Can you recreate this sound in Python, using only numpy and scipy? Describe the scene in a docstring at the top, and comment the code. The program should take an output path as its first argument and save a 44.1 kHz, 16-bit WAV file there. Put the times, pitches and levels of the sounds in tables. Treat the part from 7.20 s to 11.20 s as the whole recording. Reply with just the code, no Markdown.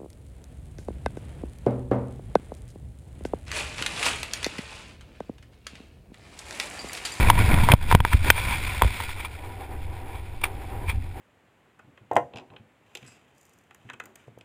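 """A parachute opens.

It is heard from inside a closed plastic camera case on the jumper's helmet. Air buffets the case, and the
flapping canopy rustles and crackles through it. Straps and hardware knock on it and overload the
microphone. Once the canopy is full, the rush drops to a soft glide with scuffs of fabric."""
import sys
import numpy as np
from scipy import signal
from scipy.fft import rfft, irfft
from scipy.io import wavfile
from scipy.ndimage import uniform_filter1d

SR = 44100
rng = np.random.default_rng(int(sys.argv[2]) if len(sys.argv) > 2 else 0)


def pcm_store(signal):
    """Save signal as 16-bit PCM."""
    levels = np.round(np.clip(np.atleast_2d(signal), -1, 1) * 32767)
    wavfile.write(sys.argv[1], SR, levels.astype(np.int16).T)


N = 4 * SR

# How loud each layer of wind is over time: time_s, level_db
BUFFET_LEVELS = [(0, -18), (.2, -20), (.35, -18.5), (.52, -20.5), (.57, -35.5), (.73, -21), (.87, -34.5),
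                 (1.08, -23.5), (1.15, -30.5), (1.6, -32.5), (1.9, -38), (2.45, -41), (2.62, -34.5),
                 (2.8, -38.5), (3.6, -34), (3.74, -28.5), (3.9, -35.5), (4, -37.5)]  # low rumble of swirling air
RUSH_LEVELS = [(0, -30.5), (.09, -34), (.12, -40.5), (.2, -34.5), (.5, -35.5), (.535, -48), (.56, -51),
               (.64, -48), (.72, -30), (.765, -52), (.83, -49), (.88, -40), (.97, -43), (1.09, -33.5),
               (1.12, -43), (1.2, -36.5), (1.36, -37), (1.56, -38), (1.84, -38.5), (2.04, -49),
               (2.08, -50.5), (2.5, -56.5), (3.5, -55), (4, -56)]  # rushing air and fluttering cloth
ROAR_LEVELS = [(0, -24.5), (.09, -26), (.125, -35.5), (.19, -26), (.26, -31), (.32, -21), (.46, -33),
               (.53, -21), (.56, -50.5), (.67, -39.5), (.72, -31), (.78, -47), (1.0, -51.5), (1.08, -27.5),
               (1.14, -64), (1.28, -32.5), (1.36, -43), (1.8, -45.5), (2.1, -59), (4, -74)]  # fast air, gone once the fall is braked
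GLIDE_LEVELS = [(0, -59), (2.2, -48.5), (2.6, -44.5), (3.1, -49), (3.45, -44), (3.8, -41), (4, -38.5)]  # soft gliding wind

# The tone colour of each noise, from low to high: pitch_hz, level_db
BUFFET_COLOUR = [(11, 13), (18, -6.5), (81, 3.5), (102, -0.5), (129, -12), (199, -21), (260, -20.5),
                 (340, -30), (570, -120)]
RUSH_COLOUR = [(250, -5.5), (600, -5), (1100, -7), (2000, -2.5), (3500, -3), (4500, -11), (6500, -10),
               (8500, -17), (12000, -15.5), (15500, -24.5)]
ROAR_COLOUR = [(50, -34), (90, 3), (160, 3), (250, 0), (450, -6.5), (650, -7), (950, -5.5), (1250, -14.5),
               (1900, -10), (3000, -25), (4500, -34), (7000, -50), (11500, -16), (15000, -37)]
GLIDE_COLOUR = [(100, -24.5), (220, -8.5), (350, 2.5), (620, -7.5), (790, -6), (970, -6.5), (1200, -14),
                (1700, -13.5), (2300, -12), (4000, -34), (6500, -35.5), (9000, -33.5), (15000, -29.5)]
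CRACK_COLOUR = [(300, 4), (700, 0), (1200, -16), (2300, -2), (3500, 1), (4200, -15.5), (7000, -19),
                (9000, -12.5), (13000, -25.5), (15500, -24)]
CLOTH_COLOUR = [(400, -10.5), (700, -11), (1100, -10), (2300, -1.5), (3500, -7), (4200, -16.5),
                (7000, -21.5), (9000, -15), (15500, -20.5)]

# Pitches that the case boosts or muffles: pitch_hz, width_hz, boost_db
CASE_PEAKS = [(744, 34, 6), (983, 137, 9), (1440, 90, 9.5), (2342, 595, 10.5), (2900, 460, -4.5),
              (3430, 240, 3), (4770, 180, 3.5), (6050, 790, -18), (8570, 280, 10.5), (9720, 750, 12.5),
              (11010, 120, 7), (11840, 1340, -21), (11800, 45, 8), (12077, 45, 8), (13000, 130, 13),
              (14430, 560, 17.5), (15040, 160, -3)]  # for fast air, cracks and snaps
GLIDE_PEAKS = [(780, 87, 11), (968, 61, 7), (2300, 430, -5.5), (6020, 500, -18), (9650, 460, 9.5),
               (11100, 120, 16), (11600, 770, 1), (12964, 130, 10), (13900, 330, -7)]  # for slow air
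SCUFF_PEAKS = [(950, 280, 17.5), (1260, 200, 6), (2364, 210, 12.5), (2950, 280, -7), (3370, 370, 6),
               (4470, 160, 5.5), (6020, 630, -6.5), (8580, 350, 6.5), (9590, 460, 13), (10860, 120, 10),
               (11760, 1200, -20), (12964, 130, 4), (14340, 400, 15)]  # for cloth rubbing nearby

# Tones of the struck case: pitch_hz, level_db, ring_s (time to fade by 60 dB)
CASE_TONES = [(521, 3.5, 0.012), (735, 5.5, 0.0076), (947, 6, 0.014), (1240, 5, 0.0076), (1510, 8, 0.0074),
              (1770, 3, 0.0065), (2414, -3, 0.016), (3176, 3, 0.014)]  # the main ring
PING_TONES = [(7235, -8, .008), (8700, -5, .008), (9590, -4, .008), (11035, 0, .016), (11924, -13, .035),
              (12077, -12, .035), (12964, -2, .016), (13600, -3, .006), (14408, -2, .010)]  # thin, high pings

# Straps and hardware hitting the case: start_s, level_db, contact_hz, crack_db (relative to the ring)
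KNOCKS = [(.1008, 5.5, 990, -11), (.4882, -2.5, 880, -17), (.4985, -8.5, 900, -35), (.5184, 5, 2310, -9.5),
          (.5368, 0, 620, -13), (.7136, -3, 1070, -16), (.7254, -3.5, 965, -13), (.7497, 2, 745, -12),
          (.8038, -11, 1060, -11), (.8502, -3, 1140, -16), (.9308, -13.5, 1590, -18),
          (.9330, -7.5, 1430, -17), (1.1021, 15, 1890, -15.5), (1.6148, -16.5, 885, -27),
          (1.6205, -1, 885, -9.5), (1.6352, -15.5, 810, -18), (1.6465, -17, 400, -30),
          (1.8025, -17.5, 1040, -18)]
# Flaps and rubs of fabric: peak_s, level_db, rise_s, fade_s
SCUFFS = [(.191, -18, 0.0023, 0.0018), (0.342, -19.5, 0.00086, 0.0033), (0.437, -21.5, 0.0037, 0.014),
          (0.935, -21.5, 0.014, 0.0058), (1.083, -28, 0.014, 0.015), (1.182, -25.5, 0.022, 0.017),
          (1.337, -25.5, 0.054, 0.017), (1.471, -31.5, 0.003, 0.012), (1.497, -29, 0.003, 0.0088),
          (1.804, -25, 0.001, 0.0045), (1.836, -32, 0.0036, 0.0067), (1.892, -29, 0.0013, 0.0066),
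          (1.964, -41, 0.0013, 0.0048), (2.007, -33, 0.02, 0.0074), (2.051, -28.5, 0.0039, 0.0089),
          (2.24, -48, 0.0037, .008), (2.445, -46, 0.0092, 0.015), (2.95, -44.5, 0.036, 0.052),
          (3.216, -34, 0.0026, 0.005), (3.2403, -13, 0.0021, 0.0039), (3.255, -30, 0.0021, 0.01),
          (3.700, -26.5, 0.013, 0.012)]
# Shoves of air and straps: start_s, level_db, length_s, direction (+1 push, -1 suction)
JOLTS = [(0.3386, -1.5, 0.0058, 1), (0.4335, -6.5, 0.0046, 1), (.5020, -9, 0.0056, 1),
         (0.5363, 3, .005, -1), (0.726, -6.5, 0.0096, -1), (0.7482, 2, 0.00474, -1),
         (0.8021, -10.5, 0.0058, -1), (.8503, -17.5, 0.0019, 1), (0.9358, -6, .010, 1),
         (0.9443, -4.5, 0.0076, -1), (1.267, -15, 0.0103, -1), (1.6215, -14, 0.0016, -1),
         (1.627, -7, 0.0093, 1), (1.6491, -6, 0.0089, 1), (1.663, -11, 0.014, 1), (3.72, -16.5, 0.012, 1),
         (3.775, -16, 0.0089, 1)]


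def gain(db):
    """Turn decibels into a number to multiply by."""
    return 10 ** (np.asarray(db) / 20)


def loudness(levels):
    """Join time_s, level_db points into a gain for every sample."""
    return gain(np.interp(np.arange(N) / SR, *np.array(levels).T))


def noise(colour, peaks=()):
    """Noise of average strength 1, shaped by a tone colour and any peaks."""
    hz, db = np.array(colour).T
    f = np.maximum(np.fft.rfftfreq(N, 1 / SR), 1)
    colour_db = np.interp(np.log(f), np.log(hz), db)
    peaks_db = sum(boost / (1 + (2 * (f - pitch) / width) ** 2) for pitch, width, boost in peaks)
    edge_fade = np.minimum(f / hz[0], 1) ** 2 * np.minimum(hz[-1] / f, 1) ** 2
    sound = irfft(rfft(rng.standard_normal(N)) * gain(colour_db + peaks_db) * edge_fade, N)
    return sound / sound.std()


def wobble(rate_hz):
    """A smooth random drift of typical size 1, changing about rate_hz times a second."""
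    hold = max(int(SR / rate_hz), 1)
    steps = np.repeat(rng.standard_normal(N)[:N // hold + 1], hold)
    drift = uniform_filter1d(steps, hold)[:N]
    return drift / drift.std()


def ring(tones, t):
    """One fading sine wave for each tone."""
    hz, db, ring_s = np.array(tones).T[:, :, None]
    return gain(db) * np.sin(2 * np.pi * hz * t) * np.exp(-np.log(1000) * t / ring_s)


def add(out, start_s, sound):
    """Mix a sound in at its start time."""
    i = int(start_s * SR)
    out[i:i + len(sound)] += sound[:N - i]


def fast_wind(buffet_db=2.5, rush_db=3, flutter_db=1, grain_db=1.5, swirl_db=2.12):
    """Swirls of air buffet the case and make the rush swell and dip, while the cloth makes it flutter."""
    swirls = noise(BUFFET_COLOUR)
    buffet = swirls * loudness(BUFFET_LEVELS) * gain(buffet_db)
    flutter = gain(flutter_db * wobble(rate_hz=27.85) + grain_db * wobble(rate_hz=301) + swirl_db * swirls)
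    flutter /= np.sqrt(np.mean(flutter ** 2))  # keep the average power unchanged
    rush = noise(RUSH_COLOUR, CASE_PEAKS) * loudness(RUSH_LEVELS) * gain(rush_db)
    roar = noise(ROAR_COLOUR, CASE_PEAKS) * loudness(ROAR_LEVELS)
    return buffet + flutter * (rush + roar)


def glide_wind(waver_db=4.2):
    """Slow air flows past the case as a soft, wavering wind."""
    air = noise(GLIDE_COLOUR, GLIDE_PEAKS)
    return air * loudness(GLIDE_LEVELS) * gain(waver_db * wobble(rate_hz=18))


def crackle(snaps_per_s=16, fade_s=0.0025, relative_db=-8):
    """Flapping cloth gives small snaps at random moments; their loudness follows the rush."""
    snaps = (rng.random(N) < snaps_per_s / SR) * rng.uniform(0.44, 1.6, N)
    fading = signal.lfilter([1], [1, -np.exp(-1 / (fade_s * SR))], snaps)
    return gain(relative_db) * loudness(RUSH_LEVELS) * fading * noise(CLOTH_COLOUR, CASE_PEAKS)


def knocks(contact_s=0.00069, spread_octaves=0.38, crack_rise_s=0.00017, crack_fade_s=0.0023):
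    """Each hit makes the case crack, ping and ring; harder contacts favour the higher tones."""
    out, t = np.zeros(N), np.arange(SR // 20) / SR
    hz = np.array(CASE_TONES)[:, 0]
    wall_motion = ring(CASE_TONES, t) * (1 - np.exp(-t / contact_s))
    # The speed of the case wall makes the sound.
    rings = np.gradient(wall_motion, 1 / SR, axis=1) / (2 * np.pi * hz[:, None])
    # Each knock lands somewhere else and brings out different pings.
    ping_db = rng.normal(-10, 2.5, (len(KNOCKS), len(PING_TONES)))
    pings = gain(ping_db) @ ring(PING_TONES, t)
    hiss = noise(CRACK_COLOUR, CASE_PEAKS)
    for k, (start_s, level_db, contact_hz, crack_db) in enumerate(KNOCKS):
        shares = 1 / (1 + (np.log2(hz / contact_hz) / spread_octaves) ** 2)  # largest near contact_hz
        body = shares @ rings / np.linalg.norm(shares)
        crack = hiss[k * len(t):(k + 1) * len(t)] * np.exp(-t / crack_fade_s)
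        burst = (crack + pings[k]) * (1 - np.exp(-t / crack_rise_s))
        add(out, start_s, gain(level_db) * (gain(crack_db) * burst - body))
    return out


def scuffs(grain_db=1.2):
    """Fabric flaps and rubs in short, grainy bursts, coloured by the case."""
    t = np.arange(N) / SR
    swell = sum(gain(level_db) * np.exp(-np.maximum((peak_s - t) / rise_s, (t - peak_s) / fade_s))
                for peak_s, level_db, rise_s, fade_s in SCUFFS)
    return swell * noise(CLOTH_COLOUR, SCUFF_PEAKS) * gain(grain_db * wobble(rate_hz=900))


def jolts(pitch_hz=59.3, width_hz=61.6):
    """A short push or pull of pressure swings back and dies away as a low thump."""
    pushes, t = np.zeros(N), np.arange(SR // 20) / SR
    for start_s, level_db, length_s, direction in JOLTS:
        pulse = np.sin(np.pi * np.minimum(t / length_s, 1))
        add(pushes, start_s, direction * gain(level_db) * pulse)
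    swing = signal.bilinear([1, 0, 0], [1, 2 * np.pi * width_hz, (2 * np.pi * pitch_hz) ** 2], SR)
    return signal.lfilter(*swing, pushes)


def scene():
    """Everything reaches one microphone inside the case, and both channels carry it."""
    mono = fast_wind() + glide_wind() + knocks() + scuffs() + jolts() + crackle()
    return np.array([mono, mono])


def record(dry):
    """The overloaded microphone flattens the loudest peaks, and the highest treble is cut."""
    ceiling, hardness, top_hz = 0.92, 30, 15300
    clipped = dry / (1 + np.abs(dry / ceiling) ** hardness) ** (1 / hardness)
    treble_cut = signal.ellip(8, .2, 70, top_hz, fs=SR, output="sos")
    return signal.sosfilt(treble_cut, clipped)


dry = scene()
out = record(dry)
pcm_store(out)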